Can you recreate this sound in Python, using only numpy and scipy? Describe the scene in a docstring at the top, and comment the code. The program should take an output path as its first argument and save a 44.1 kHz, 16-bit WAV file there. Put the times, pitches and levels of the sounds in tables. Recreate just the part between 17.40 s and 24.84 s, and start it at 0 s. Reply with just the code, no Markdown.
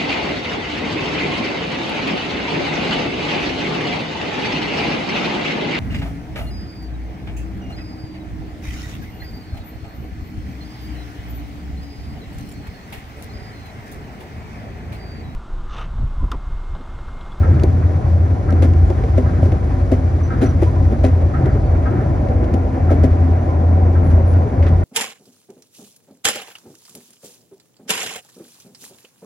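"""Inside the front of a monorail car running along its elevated beam.
The body hums and throbs near 85 Hz (phase-wandering tone plus tyre orders) over shaped-noise rumble and roar.
The tyres slap across a beam joint about once a second and roar more from halfway on, on coarser concrete.
Jolts bump the wall panels (short decaying sines) and make a loose cab door rattle and knock (ringing modes).
Small fittings tick (noise grains) and trim squeaks (gliding sines)."""
import sys
import numpy as np
from scipy import signal
from scipy.fft import rfft, irfft
from scipy.io import wavfile

SR = 44100
rng = np.random.default_rng(int(sys.argv[2]) if len(sys.argv) > 2 else 0)


def wav_out(sig):
    """Save sig, one row per channel (or a flat mono array), as 16-bit PCM at SR to the path in sys.argv[1]."""
    wavfile.write(sys.argv[1], SR, np.round(np.clip(np.atleast_2d(sig).T, -1, 1) * 32767).astype(np.int16))


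N = 328104
TIME, BINS = np.arange(N) / SR, np.fft.rfftfreq(N, 1 / SR)  # s, Hz

# Tyre roar spectrum, also tilting the faint panel bumps. Each row: frequency in Hz, relative level in dB.
ROAR_SPECTRUM = [(120, -20.5), (200, 2.5), (300, -2.5), (380, -4.5), (440, -7), (600, -3.5), (760, -10),
                 (880, -16.5), (1200, -27.5), (1600, -31.5), (2200, -35.5), (4000, -63)]
# Spectrum of small loose parts: latch and fittings. Each row: frequency in Hz, relative level in dB.
RATTLE_SPECTRUM = [(400, -7), (800, 10), (2000, 16.5), (3000, 7), (4500, 3), (6500, 4), (9000, 2.5),
                   (10500, -0.5), (12500, -21.5), (14000, -36)]
# Tyres on beam joints. Each row: time in seconds, slap level in dB, undercarriage shake level in dB.
BEAM_JOINTS = [(0.027, -31, -23.5), (1.083, -33.5, -21), (1.856, -35, -25.5), (2.901, -29, -25.5),
               (3.936, -29.5, -19.5), (4.454, -29, -22), (5.49, -32.5, -25.5), (6.549, -35.5, -25)]


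def amp(db):
    """Decibels to gain."""
    return 10 ** (np.asarray(db) / 20)


def unit(x):
    """Scales to rms 1."""
    return x / np.sqrt(np.mean(x ** 2) + 1e-20)


def curve(rows, column):
    """One column of a time table at every sample."""
    rows = np.array(rows)
    return np.interp(TIME, rows[:, 0], rows[:, column])


def shape(rows, hz, column=1):
    """One column of a frequency table, joined on a log axis."""
    rows = np.array(rows)
    return np.interp(np.log(hz + 1), np.log(rows[:, 0] + 1), rows[:, column])


def noise(db):
    """Two unrelated noises of one spectrum: the direct and the diffuse sound."""
    spectra = rfft(rng.standard_normal((2, N))) * amp(db)
    return unit(irfft(spectra, N))


def drift(rate_hz):
    """Slow random wander of rms 1, low-passed near rate_hz."""
    spectrum = rfft(rng.standard_normal(N))
    return unit(irfft(spectrum / (1 + (BINS / rate_hz) ** 4), N))


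def burst(start_s, rise_s, decay_s, hold_s=0):
    """An envelope that swells from start_s, may hold, and dies away."""
    age = np.maximum(TIME - start_s, 0)
    fall = np.exp(-np.clip((age - rise_s - hold_s) / decay_s, 0, 20))
    return np.minimum(age / rise_s, 1) * fall


def add(mix, start_s, sound):
    """Mixes a sound in at start_s."""
    part = mix[..., max(round(start_s * SR), 0):][..., :sound.shape[-1]]
    part += sound[..., :part.shape[-1]]


def cabin(x, wet_db, t60_s):
    """Direct and diffuse sound: the small cab adds a short tail of reflections."""
    t = np.arange(SR // 4) / SR
    tails = rng.standard_normal((2, len(t))) * amp(-60 * t / t60_s) * (t > .004)
    tails /= np.linalg.norm(tails[0])
    wet = signal.oaconvolve(x[None], tails, axes=1)[:, :N]
    return np.array([x + amp(wet_db) * wet[0], amp(-11.0) * wet[1]])


def coarse():
    """0 on the smooth concrete, 1 on the coarse."""
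    from_s, over_s = 3.78, 0.65
    return np.clip((TIME - from_s) / over_s, 0, 1)


def roughness_db():
    """How hard the concrete drives the tyres."""
    # Surges and lulls. Each row: time in seconds, level change in dB.
    surges = [(0, 3), (.2, 1.5), (.33, 0.5), (1.5, 1), (2.1, 2), (2.83, -0.5), (2.95, 0.5), (3.7, 2),
              (4.3, 0.5), (5.45, 0), (5.77, -1), (6.3, 1), (7.43, 0)]
    coarse_change_db = 4.5
    return coarse_change_db * coarse() + curve(surges, 1)


def boom():
    """Turning tyres drive the body's low mode at one multiple of their rate; nearby multiples make it throb."""
    # Drone of the body mode. Each row: time in seconds, level in dB.
    drone_levels = [(0.0, -17), (0.1, -11), (0.56, -16.5), (0.62, -26), (0.7, -10), (0.93, -16),
                    (0.99, -24), (1.18, -11.5), (1.57, -15), (1.63, -23.5), (1.76, -16), (1.96, -19),
                    (2.03, -10.5), (2.19, -28.5), (2.4, -19.5), (2.56, -23), (2.65, -16.5), (3.06, -21.5),
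                    (3.12, -14.5), (3.31, -21), (3.47, -11), (3.54, -28), (3.66, -12.5), (3.85, -13.5),
                    (3.97, -20.5), (4.39, -17), (4.47, -26.5), (4.76, -18.5), (4.8, -32.5), (4.92, -13.5),
                    (5.03, -20), (5.21, -17.5), (5.34, -34.5), (5.44, -11.5), (5.98, -13), (6.06, -24.5),
                    (6.13, -13), (6.97, -10), (7.14, -27.5), (7.2, -11), (7.33, -11), (7.43, -15)]
    # Weaker multiples of the turning rate. Each row: multiple, level in dB on the smooth concrete.
    tyre_orders = [(5, -32.5), (7, -26.5), (9, -25.5), (11, -33)]
    mode_hz, mode_width_hz, mode_order = 85.26, 8.9, 8
    coarse_orders_db, jostle_db = -2, -28.5
    phase = 2 * np.pi * mode_hz * TIME + 0.076 * drift(27) + 0.67 * drift(2.86)
    direct = np.sqrt(2) * (np.sin(phase) + amp(-29) * np.sin(3 * phase))
    diffuse = np.sqrt(2) * np.cos(phase + drift(6))
    drone = amp(curve(drone_levels, 1) + 0.9 * drift(18)) * np.array([direct, diffuse])
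    for order, db in tyre_orders:
        turn = phase * order / mode_order + 1.24 * drift(2.9)
        level_db = db + coarse_orders_db * coarse() + 2.0 * drift(3)
        drone += amp(level_db) * np.sqrt(2) * np.array([np.sin(turn), np.cos(turn)])
    # the same mode jostled by the track
    resonance_db = -20 * np.log10(1 + (2 * (BINS - mode_hz) / mode_width_hz) ** 2)
    return drone + amp(jostle_db) * noise(resonance_db)


def rumble():
    """A deep, lumpy rumble, and undercarriage shaking: the suspension takes up each joint's jolt slowly."""
    # Deep rumble. Each row: time in seconds, level in dB.
    deep_levels = [(0, -19.5), (.63, -26.5), (.8, -21), (1.03, -24.5), (1.48, -15), (1.6, -19),
                   (2.9, -21.5), (3.3, -19.5), (5.15, -18), (5.4, -27.5), (5.6, -18), (6, -24.5),
                   (6.55, -21.5), (6.8, -17.5), (7.07, -29), (7.3, -16.5)]
    # Both spectra. 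Each row: frequency in Hz, relative level in dB.
    rumble_spectrum = [(15, -31), (30, -22), (40, -7.5), (47, 1), (54, 3.5), (64, 5), (78, 2), (96, 1),
                       (110, -7.5), (160, -17), (400, -67.5), (1500, -120)]
    shake_spectrum = [(60, -25.5), (98, 2), (110, -2), (121, 0.5), (135, -1), (160, -7), (220, -17.5),
                      (330, -12.5), (450, -25), (800, -78.5)]
    shake_db, coarse_shake_db = -23, -1.5
    rise_s, decay_s = 0.13, 0.087
    jolts = sum(amp(db) * burst(s, rise_s, decay_s) for s, _, db in BEAM_JOINTS)
    steady = amp(shake_db + coarse_shake_db * coarse())
    shake = noise(shape(shake_spectrum, BINS)) * (steady + jolts)
    return noise(shape(rumble_spectrum, BINS)) * amp(curve(deep_levels, 1)) + shake


def roar():
    """Tyre noise through resonant wall panels, lumpy on the concrete, with wind rush and hiss above it."""
    # Panel resonances. 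Each row: frequency in Hz, width in Hz, mean lift in dB.
    panel_modes = [(261, 17, 8), (304, 37, 3.5), (360, 21, 3), (392, 18, 2), (486, 11, 6.5), (567, 17, 2.5),
                   (758.5, 39, 8), (1001, 63, 7.5), (1390, 50, 7.5)]
    # Both spectra. Each row: frequency in Hz, relative level in dB.
    hiss_spectrum = [(1500, -16), (3000, 2.5), (4700, 2), (6200, 2.5), (8500, -1.5), (9700, 0),
                     (10800, -11.5), (12000, -25.5), (14000, -48.5)]
    rush_spectrum = [(600, -16), (1000, 6.5), (1400, 3), (1800, 2), (2300, -2), (2750, -12), (4000, -35),
                     (8000, -65.5)]
    panel_swell_db, panel_swell_hz = 2.0, 6.5  # each panel swells and fades on its own
    smooth_roar_db, wind_db = -32, -43.5
    smooth_hiss_db, coarse_hiss_db = -53, -2  # the second is the change on coarse concrete
    tyres = noise(shape(ROAR_SPECTRUM, BINS))
    spectrum = rfft(tyres)
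    for hz, width_hz, lift_db in panel_modes:
        band = irfft(spectrum / (1 + (2 * (BINS - hz) / width_hz) ** 2), N)
        gain = amp(lift_db + panel_swell_db * drift(panel_swell_hz))
        tyres = tyres + band * (gain - 1)
    lumps_db = 0.98 * drift(24)
    tyres = tyres * amp(smooth_roar_db + roughness_db() + lumps_db)
    gusts_db = .5 * drift(0.93)
    hiss_db = smooth_hiss_db + coarse_hiss_db * coarse() + gusts_db + 0.68 * drift(30)
    hiss = noise(shape(hiss_spectrum, BINS)) * amp(hiss_db)
    wind = noise(shape(rush_spectrum, BINS)) * amp(wind_db + gusts_db + 1.4 * drift(27))
    return tyres + hiss + wind


def joints():
    """The plate at each beam joint rings as a tyre strikes it and dies away; a faint scuffing trails it."""
    # Joint plate modes. Each row: frequency in Hz, level in dB.
    plate_modes = [(1295, -3), (1375, -9.5), (1600, -6), (1830, -12)]
    # Slap noise. 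Each row: frequency in Hz, relative level in dB.
    slap_spectrum = [(700, -25), (1100, -9), (1300, 3), (1650, -1.5), (1900, -4), (2200, -7), (2500, -22),
                     (4000, -30.5), (8000, -56.5)]
    scuff_db, scuff_decay_s = -10.5, 0.055  # level relative to the slap
    slap = sum(amp(db) * burst(s, .005, 0.027, hold_s=0.013) for s, db, _ in BEAM_JOINTS)
    scuff = sum(amp(db + scuff_db) * burst(s, 0.16, scuff_decay_s) for s, db, _ in BEAM_JOINTS)
    ring = sum(amp(db) * np.exp(1j * (2 * np.pi * hz * TIME + .95 * drift(45))) for hz, db in plate_modes)
    grit = (amp(-8.5) * slap + scuff) * noise(shape(slap_spectrum, BINS))
    return slap * np.array([ring.real, ring.imag]) + grit


def door_ring(pitch_hz, free):
    """The door's modes after one blow, peak 1; they start sharp while it is pressed into its seal."""
    # Door modes. Each row: multiple of the lowest pitch, level in dB, full t60 in seconds.
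    door_modes = [(1, 2, 0.13), (1.269, -14, 0.12), (1.55, -6.5, 0.1), (1.95, -10.5, 0.091),
                  (2.5, -15.5, 0.1), (2.95, -25.5, 0.088)]
    press_sharp, press_s = 0.23, 0.0053  # share by which it starts sharp, settling time
    t = np.arange(SR // 3) / SR
    turns = np.cumsum(pitch_hz * (1 + press_sharp * np.exp(-t / press_s))) / SR
    ring = np.zeros(len(t))
    for ratio, db, t60_s in door_modes:
        ring += amp(db - 60 * t / (t60_s * free)) * np.sin(2 * np.pi * ratio * turns)
    ring *= 1 - np.exp(-(t / 0.0024) ** 2)  # the rubber seal softens the blow
    return ring / abs(ring).max()


def clack():
    """The door frame's short, hard answer to a blow: a few cycles under an envelope of peak 1."""
    pitch_hz, peak_s = 567, 0.0029
    t = np.arange(SR // 3) / SR
    swell = (t / peak_s * np.exp(1 - t / peak_s)) ** 3
    return swell * np.sin(2 * np.pi * pitch_hz * t)


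def door():
    """Latch chatters and door shudders in its seal as it starts to move; then it clacks and its panel rings."""
    # Knocks and rebounds. Each row: time in seconds, thud level in dB, clack level in dB before clack_trim_db,
    # rattle level in dB, rattle decay in seconds, lowest pitch in Hz once settled, ring length as a share of t60.
    knocks = [(0.237, -7, -16.5, -40, 0.0074, 298, 0.23), (1.124, -16, -15, -46, .013, 231, 0.86),
              (1.225, -11.5, -11.5, -32, 0.018, 302, 0.66), (1.244, -12, -22, -51, 0.017, 260.4, 0.75),
              (1.5, -12, -32.5, -45.5, 0.0088, 340, 0.55), (1.779, -10, -7, -39, 0.015, 252, 1.7),
              (2.028, -16, -9, -40.5, 0.024, 238, 0.5), (2.057, -16, -20.5, -50, .009, 249.5, 0.57),
              (2.123, -16.5, -22, -55, 0.01, 307, 0.69), (2.519, -5.5, -8.5, -36, 0.019, 251.5, .9),
              (3.017, -9, -13, -34, .04, 229, .6), (3.029, -6, -19.5, -53, 0.038, 256.7, 1.2),
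              (3.222, -6, -19, -36, 0.029, 319, 0.58), (3.519, -13.5, -18, -45, 0.014, 229, 1.2),
              (3.641, -8, -6, -33, 0.03, 258, 1.7), (4.062, -14, -24.5, -50, 0.014, 370, .5),
              (5.14, -8.5, -26.5, -38.5, 0.01, 239.4, 0.46), (5.505, -13.5, -11, -43, 0.026, 241.6, 0.74),
              (5.516, -9, -9, -46, 0.024, 278, 1.2), (5.638, -5.5, -10, -36.5, 0.019, 254.8, 0.87)]
    # Seal shudder. Each row: frequency in Hz, relative level in dB.
    shudder_spectrum = [(200, -22), (330, 0), (430, 0.5), (690, -1.5), (880, -18), (1600, -46)]
    clack_trim_db = -2.5
    shudder_db, shudder_lead_s, shudder_decay_s = -16.5, 0.01, .022  # level relative to the thud
    blows, chatter, shudder = np.zeros(N), np.zeros(N), np.zeros(N)
    for s, thud_db, clack_db, rattle_db, decay_s, hz, free in knocks:
        add(blows, s, amp(thud_db) * door_ring(hz, free) + amp(clack_db + clack_trim_db) * clack())
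        chatter += amp(rattle_db) * burst(s - .0075, 0.0092, decay_s)
        shudder += amp(thud_db + shudder_db) * burst(s - shudder_lead_s, shudder_lead_s, shudder_decay_s)
    contacts_db = 2.7 * drift(300)  # the latch touches unevenly
    rattle = noise(shape(RATTLE_SPECTRUM, BINS)) * chatter * amp(contacts_db)
    return cabin(blows, wet_db=-15, t60_s=0.06) + rattle + noise(shape(shudder_spectrum, BINS)) * shudder


def bump(db, hz, swell_s):
    """One panel flexes and rings for a few cycles, sagging in pitch."""
    t = np.arange(SR // 6) / SR
    phase = 2 * np.pi * np.cumsum(hz * (.98 + 0.047 * np.exp(-t / (2 * swell_s)))) / SR
    envelope = t / swell_s * np.exp(1 - t / swell_s)
    return amp(db) * envelope * (np.sin(phase) + amp(-18.5) * np.sin(1.47 * phase))


def panels():
    """Clear bumps of single wall panels, and a patter of faint ones that grows louder on rough concrete."""
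    # Clear bumps. Each row: time in seconds, level in dB, nominal pitch in Hz, swell in seconds.
    clear_bumps = [(.074, -23, 517, 0.008), (1.604, -22, 408, 0.0044), (1.636, -22, 456, 0.0066),
                   (2.073, -20, 397, 0.0071), (2.301, -29, 807, 0.0049), (4.153, -18.5, 405, 0.0065),
                   (4.508, -18.5, 315, 0.0067), (4.615, -19, 435, 0.0039), (4.825, -14.5, 240, .006),
                   (5.025, -15, 318, 0.0064), (5.403, -24, 727, .004), (6.657, -19.5, 182, 0.0071),
                   (7.059, -19, 417, 0.0056), (7.29, -17.5, 160.7, 0.018)]
    faint_per_s, faint_db, faint_swell_s = 23, -37, 0.0071
    out, pitch_hz = np.zeros(N), 220 * 3.5 ** rng.random(N)
    level_db = faint_db + roughness_db() + rng.uniform(-5.0, 4, N)
    for s, db, hz, swell_s in clear_bumps:
        add(out, s, bump(db, hz, swell_s))
    for i in np.flatnonzero(rng.random(N) < faint_per_s / SR):
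        db = level_db[i] + shape(ROAR_SPECTRUM, pitch_hz[i])
        add(out, i / SR, bump(db, pitch_hz[i], faint_swell_s))
    return cabin(out, wet_db=-9.5, t60_s=0.031)


def ticks():
    """Small fittings click: decaying noise grains, each in its own broad band."""
    # Each row: time in seconds, level in dB, decay in seconds, band centre in Hz before the rattle colour.
    tick_rows = [(0.197, -34.5, 0.0043, 2970), (.2355, -23, 0.0011, 7000), (1.106, -31.5, 0.0023, 5000),
                 (1.1254, -37, .002, 4000), (1.336, -39, 0.0033, 4000), (1.5023, -35, 0.0026, 5000),
                 (1.638, -37, 0.0026, 3800), (2.058, -41, .002, 4000), (2.120, -33, 0.0042, 2200),
                 (4.058, -34.5, .004, 3480), (4.886, -40.5, .004, 4000), (5.041, -41.5, 0.012, 3500),
                 (6.703, -46, 0.031, 6040), (6.936, -41, 0.005, 3500), (7.225, -35.5, 0.027, 1890),
                 (7.265, -31.5, 0.019, 1500), (7.284, -46, 0.016, 8050)]
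    t, out = np.arange(SR // 5) / SR, np.zeros((2, N))
    hz = np.fft.rfftfreq(len(t), 1 / SR) + 1
    for s, db, decay_s, pitch_hz in tick_rows:
        colour = amp(shape(RATTLE_SPECTRUM, hz) - 2.4 * np.log2(hz / pitch_hz) ** 2)
        grain = unit(irfft(rfft(rng.standard_normal((2, len(t)))) * colour, len(t)))
        envelope = np.minimum(t / (0.053 * decay_s), 1) * np.exp(-t / decay_s)
        add(out, s, amp(db) * grain * envelope)
    return out


def squeaks():
    """Trim rubs on trim: short, thin whistles that catch quickly, glide and fade."""
    # Each row: time in seconds, length in seconds, pitch in Hz, glide in Hz, rms waver in Hz, level in dB.
    squeak_rows = [(1.47, .05, 7200, -100, 70, -54), (2.828, 0.065, 5970, -30, 45, -48.5),
                   (3.061, 0.024, 5920, 0, 25, -41), (3.09, .03, 5890, -40, 45, -48),
                   (3.261, 0.04, 990, -5, 5, -32.5), (3.358, 0.041, 995, 7, 5, -37),
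                   (4.107, .06, 4600, -39, 40, -61), (4.24, 0.06, 4520, -20, 22, -58),
                   (6.093, .05, 1030, -19, 20, -38.5), (6.63, 0.11, 10600, 0, 450, -56.5),
                   (6.867, 0.09, 10020, -87, 55, -52.5)]
    out, waver, uneven = np.zeros((2, N)), drift(220), drift(90)
    for s, length_s, hz, glide_hz, waver_hz, db in squeak_rows:
        u = np.linspace(0, 1, int(length_s * SR))
        now = int(s * SR) + np.arange(len(u))
        phase = 2 * np.pi * np.cumsum(hz + waver_hz * waver[now] + glide_hz * u) / SR
        whistle = np.sqrt(2) * np.array([np.sin(phase), np.cos(phase)])
        grip = amp(2.4 * uneven[now])  # the surfaces grip unevenly
        envelope = np.minimum(u / 0.11, 1) * (1 - u) ** 0.47
        add(out, s, amp(db) * whistle * grip * envelope)
    return out


def ports(direct, diffuse):
    """Two close microphone ports: alike in the bass, apart in the middle, opposed at one treble pitch."""
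    # Each row: frequency in Hz, side level in dB, share of side that follows mid (0-1), its phase in radians.
    port_rows = [(45, -34, .3, 6.5), (85, -22.5, .87, -0.7), (125, -12.5, .3, 1.5), (260, -12, .8, 1.1),
                 (360, -12.5, .75, 1.3), (600, -2, 0.5, 1), (950, 0, .15, 1), (1450, 1, .28, 2.5),
                 (1900, -7, .65, 1.2), (3200, -3, .5, 1.1), (5000, -7.5, .55, 0), (6300, -5, .8, -1.4),
                 (10200, -2.5, .8, -1.5), (11100, -16.5, .3, -1.5)]
    notch_hz, notch_half_width_hz = 8370, 2630  # mid vanishes here and changes sign above
    mid, other = rfft(direct), rfft(diffuse)
    share = np.clip(shape(port_rows, BINS, column=2), 0, 1)
    turn = np.exp(1j * shape(port_rows, BINS, column=3))
    side = amp(shape(port_rows, BINS)) * (share * turn * mid + np.sqrt(1 - share ** 2) * other)
    mid = mid * (notch_hz - BINS) / np.hypot(notch_hz - BINS, notch_half_width_hz)
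    return irfft(np.array([mid + side, mid - side]), N)


def scene():
    """Everything in the cab, eased in and out over a few milliseconds and picked up by the two ports."""
    cab = boom() + rumble() + roar() + joints() + door() + panels() + ticks() + squeaks()
    ease = signal.windows.tukey(N, .0012)
    return ports(*(cab * ease))


def record(dry):
    """Peaks are rounded just under full scale; then the band limit."""
    edge_hz = 13900
    held = dry / (1 + dry ** 10) ** (1 / 10)
    lowpass = signal.firwin(511, edge_hz, window=("kaiser", 9), fs=SR)
    return signal.oaconvolve(held, lowpass[None], "same")


dry = scene()
out = record(dry)
wav_out(out)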